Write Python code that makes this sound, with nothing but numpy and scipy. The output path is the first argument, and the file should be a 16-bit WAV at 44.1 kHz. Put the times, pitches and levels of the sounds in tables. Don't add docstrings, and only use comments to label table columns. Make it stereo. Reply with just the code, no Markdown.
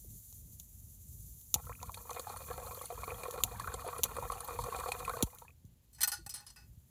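import sys
import numpy as np
from scipy import signal
from scipy.fft import rfft, irfft, next_fast_len
from scipy.io import wavfile
from scipy.ndimage import uniform_filter1d, map_coordinates

SR = 44100
rng = np.random.default_rng(int(sys.argv[2]) if len(sys.argv) > 2 else 0)


def output_pcm(signal):
    pcm = np.clip(np.atleast_2d(signal).T, -1, 1) * 32767
    wavfile.write(sys.argv[1], SR, np.round(pcm).astype(np.int16))


N = 304285
SPLIT_HZ, TREBLE_LAG_S = 8300, 13 / SR


def amp(db):
    return 10 ** (np.asarray(db) / 20)


def unit(x):
    return x / np.sqrt(np.mean(x ** 2) + 1e-20)


def gain(spectrum, hz):
    knots_hz, db = np.transpose(spectrum)
    return amp(np.interp(np.log(hz + 1), np.log(knots_hz + 1), db))


def contour(points):
    return np.interp(np.arange(N) / SR, *np.transpose(points))


def wobble(rate_hz):
    knots = rng.standard_normal(int(N * rate_hz / SR) + 4)
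    return map_coordinates(knots, [np.arange(N) * rate_hz / SR])


def filtered(x, response):
    size = next_fast_len(N + SR // 2)
    return irfft(rfft(x, size) * response(np.fft.rfftfreq(size, 1 / SR)), size)[..., :N]


def noise(spectrum, channels=1):
    return unit(filtered(rng.standard_normal((channels, N)), lambda hz: gain(spectrum, hz)))


def burst(t, t60_s):
    return amp(-60 * t / t60_s) * rng.standard_normal(len(t))


def add(track, start_s, sound):
    part = track[round(start_s * SR):][:len(sound)]
    part += sound[:len(part)]


def resonances(modes, f):
    return sum((-1) ** k * amp(db) * 1j * f * width / (hz * hz - f * f + 1j * f * width)
               for k, (hz, width, db) in enumerate(modes))


def bubble(hz, cycles, rise):
    turns = np.arange(int(3 * cycles * SR / hz)) * hz / SR
    envelope = np.exp(-2 * turns / cycles) * (1 - np.exp(-turns / 0.5))
    return envelope * np.sin(2 * np.pi * turns * (1 + rise * turns / cycles))


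def stereo(x, left_lead_s, scatter_db, left_db):
    def delays(hz):
        whole = round(SPLIT_HZ * (left_lead_s + TREBLE_LAG_S))
        above = np.clip((hz - SPLIT_HZ) / 1200 + .5, 0, 1)
        turns = (1 - above) * hz * left_lead_s + above * (whole - hz * TREBLE_LAG_S)
        return np.exp(-2j * np.pi * np.outer([0, 1], turns))
    t = np.arange(SR // 40) / SR
    tail = np.diff(rng.standard_normal((2, len(t) + 1))) * amp(-60 * t / 0.017) * (1 - np.exp(-t * 2000))
    scatter = signal.fftconvolve(x[None], tail / np.linalg.norm(tail[0]), axes=1)[:, :N]
    return (filtered(x, delays) + amp(scatter_db) * scatter) * amp([[left_db / 2], [-left_db / 2]])


# time_s, level_db
FLAME_LEVEL = [(0, -55), (.2, -52.5), (.9, -58), (1.2, -50), (1.35, -58), (1.58, -52), (1.75, -49.5),
               (2.04, -54), (2.3, -51), (2.6, -53.5), (3.3, -51), (3.45, -46), (3.8, -51.5), (4.2, -48.5),
               (4.9, -52.5), (5.2, -56), (5.32, -59), (5.55, -59), (6.15, -63.5), (6.9, -61.5)]
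# frequency_hz, level_db
FLAME_SPECTRUM = [(13, -47), (28, -29), (49, 1), (97, -2.5), (183, -14.5), (262, -21.5), (295, -28.5),
                  (474, -36), (747, -46.5), (1520, -73), (2500, -58), (3250, -96), (5500, -120)]

def flames():
    mid, side = noise(FLAME_SPECTRUM, channels=2) * amp(2.17 * wobble(14) + 3.44 * wobble(7))
    side = filtered(side, lambda hz: amp(-21) * np.sqrt(1 + (hz / 200) ** 2))
    rumble = unit(mid + np.array([side, -side])) * amp([[.4], [-.4]])
    return amp(contour(FLAME_LEVEL)) * rumble


# time_s, level_db
SAP_LEVEL = [(0, -55), (.25, -52.5), (.5, -56.5), (1.5, -55), (2.8, -50.5), (3.6, -54), (4.6, -51.5),
             (5.2, -53.5), (5.4, -60.5), (5.55, -74.5), (6.9, -69.5)]
# frequency_hz, level_db
SAP_SPECTRUM = [(900, -39), (2000, -58), (3000, -18.5), (4000, -11), (5000, 0), (6500, 3), (8000, 7.5),
                (11000, 5), (14000, 9.5), (15600, 1.5), (16000, -21), (17500, -46.5)]

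def sap_hiss():
    crackles = amp(4.8 * rng.standard_exponential(N) * (rng.random(N) < .01))
    hiss = noise(SAP_SPECTRUM, channels=3) * amp(0.38 * wobble(4.8) + 1.6 * wobble(45))
    hiss = amp(contour(SAP_LEVEL)) * unit(hiss * uniform_filter1d(crackles, size=12))
    return stereo(hiss[0], TREBLE_LAG_S, scatter_db=-26.5, left_db=-0.9) + amp(-11) * hiss[1:]


# frequency_hz, level_db
AIR_SPECTRUM = [(200, 8.5), (500, 4), (1500, -5.5), (4000, -2), (14000, -18), (16000, -20.5), (17500, -22)]

def outdoor_air():
    return amp(-75.5) * noise(AIR_SPECTRUM, channels=2)


# start_s, level_db, start_hz, end_hz, attack_s
LOW_THUMPS = [(0.045, -56.5, 600, 300, 0.00087), (1.557, -35.5, 200, 61, 0.00023),
              (3.446, -36, 156, 61, .0003), (5.229, -22.5, 427, 42.7, 0.00032),
              (5.645, -44.5, 252.5, 74.6, 0.0023), (6.186, -51, 350, 331, 0.0056),
              (6.265, -44.5, 164, 71.6, 0.00087), (6.774, -43, 149, 70.6, 0.0027)]

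def thumps():
    track, t = np.zeros(N), np.arange(SR // 15) / SR
    fade = np.cos(np.pi * t / (2 * t[-1]))
    for start_s, db, start_hz, end_hz, attack_s in LOW_THUMPS:
        turns = np.cumsum(end_hz + (start_hz - end_hz) * np.exp(-t / 0.006)) / SR
        envelope = amp(db - 60 * t / 0.13) * (1 - np.exp(-(t / attack_s) ** 2)) * fade
        add(track, start_s, envelope * np.sin(2 * np.pi * turns))
    return track


# start_s, level_db, tail_db
WOOD_POPS = [(0.106, -46.5, -8), (0.3267, -38, -8.5), (0.599, -30.5, -5.5), (1.542, -6.5, -5),
             (1.83, -30, -11), (2.132, -33.5, -9), (3.31, -28, -6.5), (3.4369, -6.5, -10),
             (4.0345, -8, -14), (4.039, -7, -7.5), (5.2255, -12, -1), (5.3861, -38, -2), (5.652, -54, -6)]
# frequency_hz, level_db
POP_SPECTRUM = [(300, -9), (1200, -8), (2000, -10), (3500, -5), (6500, 3.5), (10000, 0.5), (14000, 0.5),
                (16500, -15)]

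def wood_pops(rise_s=.00013):
    track, t = np.zeros(N), np.arange(SR // 15) / SR
    for start_s, db, tail_db in WOOD_POPS:
        snap = np.sign(rng.standard_normal(len(t))) * t / rise_s * np.exp(-t / rise_s)
        add(track, start_s, amp(db + 10) * (snap + amp(tail_db - 16.5) * burst(t, 0.041)))
    cracks = filtered(track, lambda hz: gain(POP_SPECTRUM, hz))
    return stereo(cracks, TREBLE_LAG_S, scatter_db=-17, left_db=-0.5)


# time_s, level_db
FLOW_LEVEL = [(1.555, -120), (1.565, -52), (1.79, -65.5), (1.835, -49.5), (2.07, -53), (2.12, -47),
              (3.45, -43), (4.15, -43), (4.5, -41.5), (4.9, -39.5), (5.05, -43), (5.23, -40), (5.25, -55.5),
              (5.48, -55.5), (5.56, -120)]
# frequency_hz, level_db
SPRAY_SPECTRUM = [(1200, -9.5), (2500, -15.5), (3300, -3.5), (4500, 7.5), (6500, 0.5), (10000, -2),
                  (14500, -10), (16000, -42.5)]

def pouring():
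    flow_db = contour(FLOW_LEVEL)
    flow = amp(flow_db)
    glugs, slug_spray = slugs(flow_db)
    pings, splash_spray = splashes()
    gurgle = stream(flow) + glugs + droplets(flow) + drips() + froth(flow) + pings
    mist = amp(-10.5 + 4.5 * wobble(80)) * flow * rng.standard_normal(N)
    spray = filtered(mist + slug_spray + splash_spray + spatter(flow),
                     lambda hz: gain(SPRAY_SPECTRUM, hz))
    return stereo(gurgle + spray, left_lead_s=4 / SR, scatter_db=-5, left_db=.6)


# pitch_hz, width_hz, level_db
STEEL_MODES = [(485.7, 33.6, 8), (730, 70, 0.5), (860, 190, -3), (1107, 81, 6), (1333, 53, 2.5),
               (1910, 330, -12), (2436, 59, -2), (3780, 260, -10)]

def stream(flow):
    patter = rng.standard_normal(N) * (0.3 + 8 * (rng.random(N) < .005))
    force = amp(5.5 + 5.5 * wobble(35)) * flow * patter
    return filtered(force, lambda hz: resonances(STEEL_MODES, hz))


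# start_s, level_db, pitch_hz
TEA_SLUGS = [(1.558, -34.5, 793), (1.64, -58, 920), (1.668, -39, 1194), (1.694, -34, 980),
             (1.828, -35.5, 930), (1.893, -35, 976), (1.971, -40.5, 883), (2.053, -43.5, 887),
             (2.094, -31.5, 886), (2.11, -30, 1016), (2.163, -31.5, 478), (2.194, -32.5, 490),
             (2.269, -33, 794), (2.297, -34, 780), (2.339, -38.5, 800), (2.362, -33.5, 1070),
             (2.406, -40, 504), (2.501, -33.5, 470), (2.51, -29, 1086), (2.578, -30, 484),
             (2.598, -37, 676), (2.626, -40, 1003), (2.666, -41, 527), (2.709, -32.5, 1007),
             (2.721, -41.5, 1130), (2.774, -38, 486), (2.813, -35, 1100), (2.902, -33.5, 654),
             (2.924, -37, 468), (2.976, -38.5, 990), (3.033, -30, 1060), (3.078, -27.5, 477),
             (3.117, -29, 490), (3.235, -32, 463), (3.263, -35.5, 1094), (3.282, -30, 456),
             (3.303, -39, 1034), (3.339, -33, 517), (3.358, -34.5, 440), (3.377, -34, 432),
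             (3.404, -34, 1070), (3.598, -30, 1054), (3.643, -34, 1300), (3.674, -27.5, 1340),
             (3.718, -38, 1030), (3.741, -30.5, 453), (3.794, -39, 1204), (3.82, -40, 1110),
             (3.864, -32, 465), (3.876, -30, 410), (3.928, -32.5, 1090), (3.99, -34, 442),
             (4.115, -43.5, 466), (4.166, -27.5, 1093), (4.184, -27, 501), (4.224, -31.5, 914),
             (4.3, -25, 1082), (4.319, -29, 1040), (4.407, -46.5, 1070), (4.449, -45, 1000),
             (4.485, -25.5, 1028), (4.589, -26.5, 933), (4.617, -41, 1050), (4.639, -32, 1045),
             (4.666, -36.5, 510), (4.684, -31.5, 454), (4.728, -37.5, 487), (4.787, -32, 485),
             (4.805, -31, 980), (4.836, -30, 1090), (4.859, -28.5, 1064), (4.886, -27, 720),
             (4.918, -31, 730), (5.006, -42, 1110), (5.078, -28, 1064), (5.095, -23, 1220),
             (5.136, -31, 1094), (5.168, -29.5, 453), (5.206, -30.5, 983), (5.273, -45, 967),
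             (5.419, -41.5, 905)]

def slugs(flow_db, loss_db_per_octave=4):
    glugs, spray = np.zeros((2, N))
    t = np.arange(SR // 20) / SR
    f = np.fft.rfftfreq(2 * len(t), 1 / SR)
    lesser = []
    for start_s in rng.uniform(2.2, 5.2, size=40):
        size, pick, detune = rng.standard_normal(3)
        hz = (1052 if pick > 0 else 445) * (1 + 0.094 * detune)
        lesser.append((start_s, flow_db[round(start_s * SR)] - 0.5 + 4.4 * size, hz))
    for start_s, db, hz in TEA_SLUGS + lesser:
        modes = [(pitch, width, level - loss_db_per_octave * abs(np.log2(pitch / hz)) + rng.normal(0, 2))
                 for pitch, width, level in STEEL_MODES]
        slap = burst(t, 0.018) * (1 - np.exp(-t / 0.0005))
        ring = irfft(rfft(slap, 2 * len(t)) * resonances(modes, f))
        add(glugs, start_s, amp(db - 3) * ring / np.abs(ring).max())
        add(spray, start_s, amp(db - 10.5 + rng.normal(0, 3)) * burst(t, 0.0088))
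        tone = bubble(hz, cycles=hz * rng.uniform(.009, 0.023), rise=rng.uniform(0, .12))
        add(glugs, start_s, amp(db - 3.5) * tone)
    return glugs, spray


def droplets(flow):
    track = np.zeros(N)
    for when, pitch, faintness in rng.random((650, 3)):
        start_s = 1.56 + 3.9 * when
        strength = flow[round(start_s * SR)] * amp(-10 - 4 * np.log(faintness + 0.0055) - 9 * pitch)
        add(track, start_s, strength * bubble(650 * 11 ** pitch, cycles=20.2, rise=0.012))
    return track


# start_s, level_db, pitch_hz, rise_ratio, decay_cycles
CLEAR_DROPS = [(1.598, -45, 750, .042, 5), (1.718, -37, 950, 0.45, 5.6), (1.727, -42.5, 1950, 0.26, 12),
               (1.752, -44.5, 2300, 0.1, 12), (1.943, -39.5, 2350, 0.04, 14),
               (1.792, -50.5, 1270, .05, 8.8), (1.802, -47.5, 2500, 0.037, 15), (1.9, -46, 800, 0.12, 11),
               (3.105, -33, 2400, 0.022, 16), (4.099, -54, 1197, .03, 9.7), (5.449, -48, 887, 0.082, 9.5),
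               (5.481, -44.5, 2470, 0.024, 20.4), (5.505, -50.5, 2430, 0.022, 12)]

def drips():
    track = np.zeros(N)
    for start_s, db, hz, rise, cycles in CLEAR_DROPS:
        add(track, start_s, amp(db) * bubble(hz, cycles, rise))
    return track


def froth(flow):
    track = np.zeros(N)
    for when, pitch, faintness in rng.random((450, 3)):
        start_s = 1.8 + 3.5 * when
        strength = flow[round(start_s * SR)] * amp(-16 - 3 * np.log(faintness + .03))
        add(track, start_s, strength * bubble(2600 * 2.6 ** pitch, cycles=12, rise=0.02))
    return track


# start_s, level_db, pitch_hz
TEA_SPLASHES = [(1.944, -31.5, 3720), (1.975, -39, 4370), (2.531, -37, 4300), (2.599, -40, 7300),
                (2.664, -36.5, 4200), (2.105, -29, 6200), (2.1952, -27, 6700), (2.294, -34.5, 6000),
                (2.371, -35.5, 9600), (2.746, -35, 13000), (2.818, -34, 9960), (2.856, -33, 9500),
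                (3.04, -33, 2250), (3.196, -39, 10460), (3.234, -31.5, 2400), (3.5968, -29, 5600),
                (3.7406, -26.5, 7500), (3.8772, -34, 10400), (3.982, -31.5, 10700), (4.056, -30, 5950),
                (4.1673, -37, 9420), (4.32, -28, 4800), (4.4052, -29.5, 9360), (4.446, -36, 13500),
                (4.477, -35, 10550), (4.638, -29, 6030), (4.762, -31.5, 7560), (4.799, -31.5, 7900),
                (4.919, -21.5, 2470), (5.0502, -30, 2470)]

def splashes():
    pings, spray = np.zeros((2, N))
    t = np.arange(SR // 20) / SR
    for start_s, db, hz in TEA_SPLASHES:
        add(spray, start_s, amp(db - 3.5) * burst(t, 0.039) * (1 - np.exp(-t / 0.00014)))
        add(pings, start_s, amp(db - 2.5) * bubble(hz, cycles=5 + hz * 0.0053, rise=0.0055))
    return pings, spray


def spatter(flow):
    track, t = np.zeros(N), np.arange(SR // 20) / SR
    for when, faintness in rng.random((100, 2)):
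        start_s = 2.2 + 3.1 * when
        strength = flow[round(start_s * SR)] * amp(-14.5 - 4 * np.log(faintness + 0.05))
        add(track, start_s, strength * burst(t, rng.uniform(.008, 0.03)))
    return track


def gripped(modes, f, damping):
    return resonances([(hz * rng.normal(1, .008), width * damping, db + rng.normal(0, 3))
                       for hz, width, db in modes], f)


# start_s, level_db, mug_db, length_s, clip_tilt_db_per_octave
CONTACTS = [(5.93, -50, -20.5, 0.12, 6), (5.946, -47.5, -19, 0.22, 1), (5.983, -46.5, -9, 0.35, -3.5),
            (6.0065, -24, -16, 0.13, -1.5), (6.015, -19, -23, 0.046, -2), (6.021, -28, -21, 0.056, -7),
            (6.0316, -12.5, -16.5, 0.082, -0.5), (6.075, -19.5, -6, 0.11, 7),
            (6.117, -24.5, -11.5, 0.18, 0.5), (6.133, -34.5, -18, 0.28, 3.5),
            (6.2628, -33, -2.5, 0.06, 3.5), (6.293, -31.5, -18, 0.16, 1.5), (6.339, -29, -20.5, 0.26, -5.5),
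            (6.402, -49, -7, 0.2, -6), (6.465, -39.5, -26, 0.23, -7), (6.501, -42, -29, 0.067, -12),
            (6.56, -44.5, -11.5, 0.3, -4.5)]
# pitch_hz, width_hz, level_db
ENAMEL_MODES = [(428, 16, -20), (819, 29, 1), (1170, 90, -10.5), (1464, 18, 0.5), (1840, 71, -4),
                (2614, 21, -2)]
CLIP_MODES = [(2980, 35, -15.5), (4296, 29, 1), (5025, 29, 2), (6090, 40, 1.5), (7950, 34, -10.5),
              (8136, 50, 9.5), (8270, 62, 4), (9410, 57, 3), (10770, 160, -5.5), (13120, 110, 0)]
# frequency_hz, level_db
JANGLE_SPECTRUM = [(500, -15.5), (800, -6), (2000, -9), (4000, 1), (6000, 4), (9000, 8.5), (14000, 13.5),
                   (15500, -10.5), (16500, -32.5)]

def rattle(damping=2.2, treble_hz=7500, treble_t60_s=.16):
    track, t = np.zeros(N), np.arange(SR // 3) / SR
    f = np.fft.rfftfreq(len(t), 1 / SR)
    lowpass = 1 / (1 + (f / treble_hz) ** 4)
    for start_s, db, mug_db, length_s, tilt_db in CONTACTS:
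        scrape = amp(-40 * t / length_s - 60 * (t / length_s) ** 2)
        tick = 0.82 * amp(-60 * t / 0.0067)
        force = (scrape + tick) * (1 - np.exp(-t / 0.00049)) * rng.standard_normal(len(t))
        brief = force * amp(-60 * t / treble_t60_s)
        drive = rfft(force) * lowpass + rfft(brief) * (1 - lowpass)
        clip = amp(-14.5) * gain(JANGLE_SPECTRUM, f) + amp(4) * gripped(CLIP_MODES, f, damping)
        clip *= amp(tilt_db * np.log2(1 + f / 5000))
        mug = amp(mug_db + 13.5) * gripped(ENAMEL_MODES, f, np.sqrt(damping))
        clink = irfft(drive * (clip + mug), len(t))
        add(track, start_s, amp(db) * clink / np.abs(clink).max())
    return stereo(track, left_lead_s=.00001, scatter_db=-8, left_db=0.5)


def scene():
    return flames() + sap_hiss() + outdoor_air() + thumps() + wood_pops() + pouring() + rattle()


def record(dry):
    return filtered(dry, lambda hz: hz < 17200)


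dry = scene()
out = record(dry)
output_pcm(out)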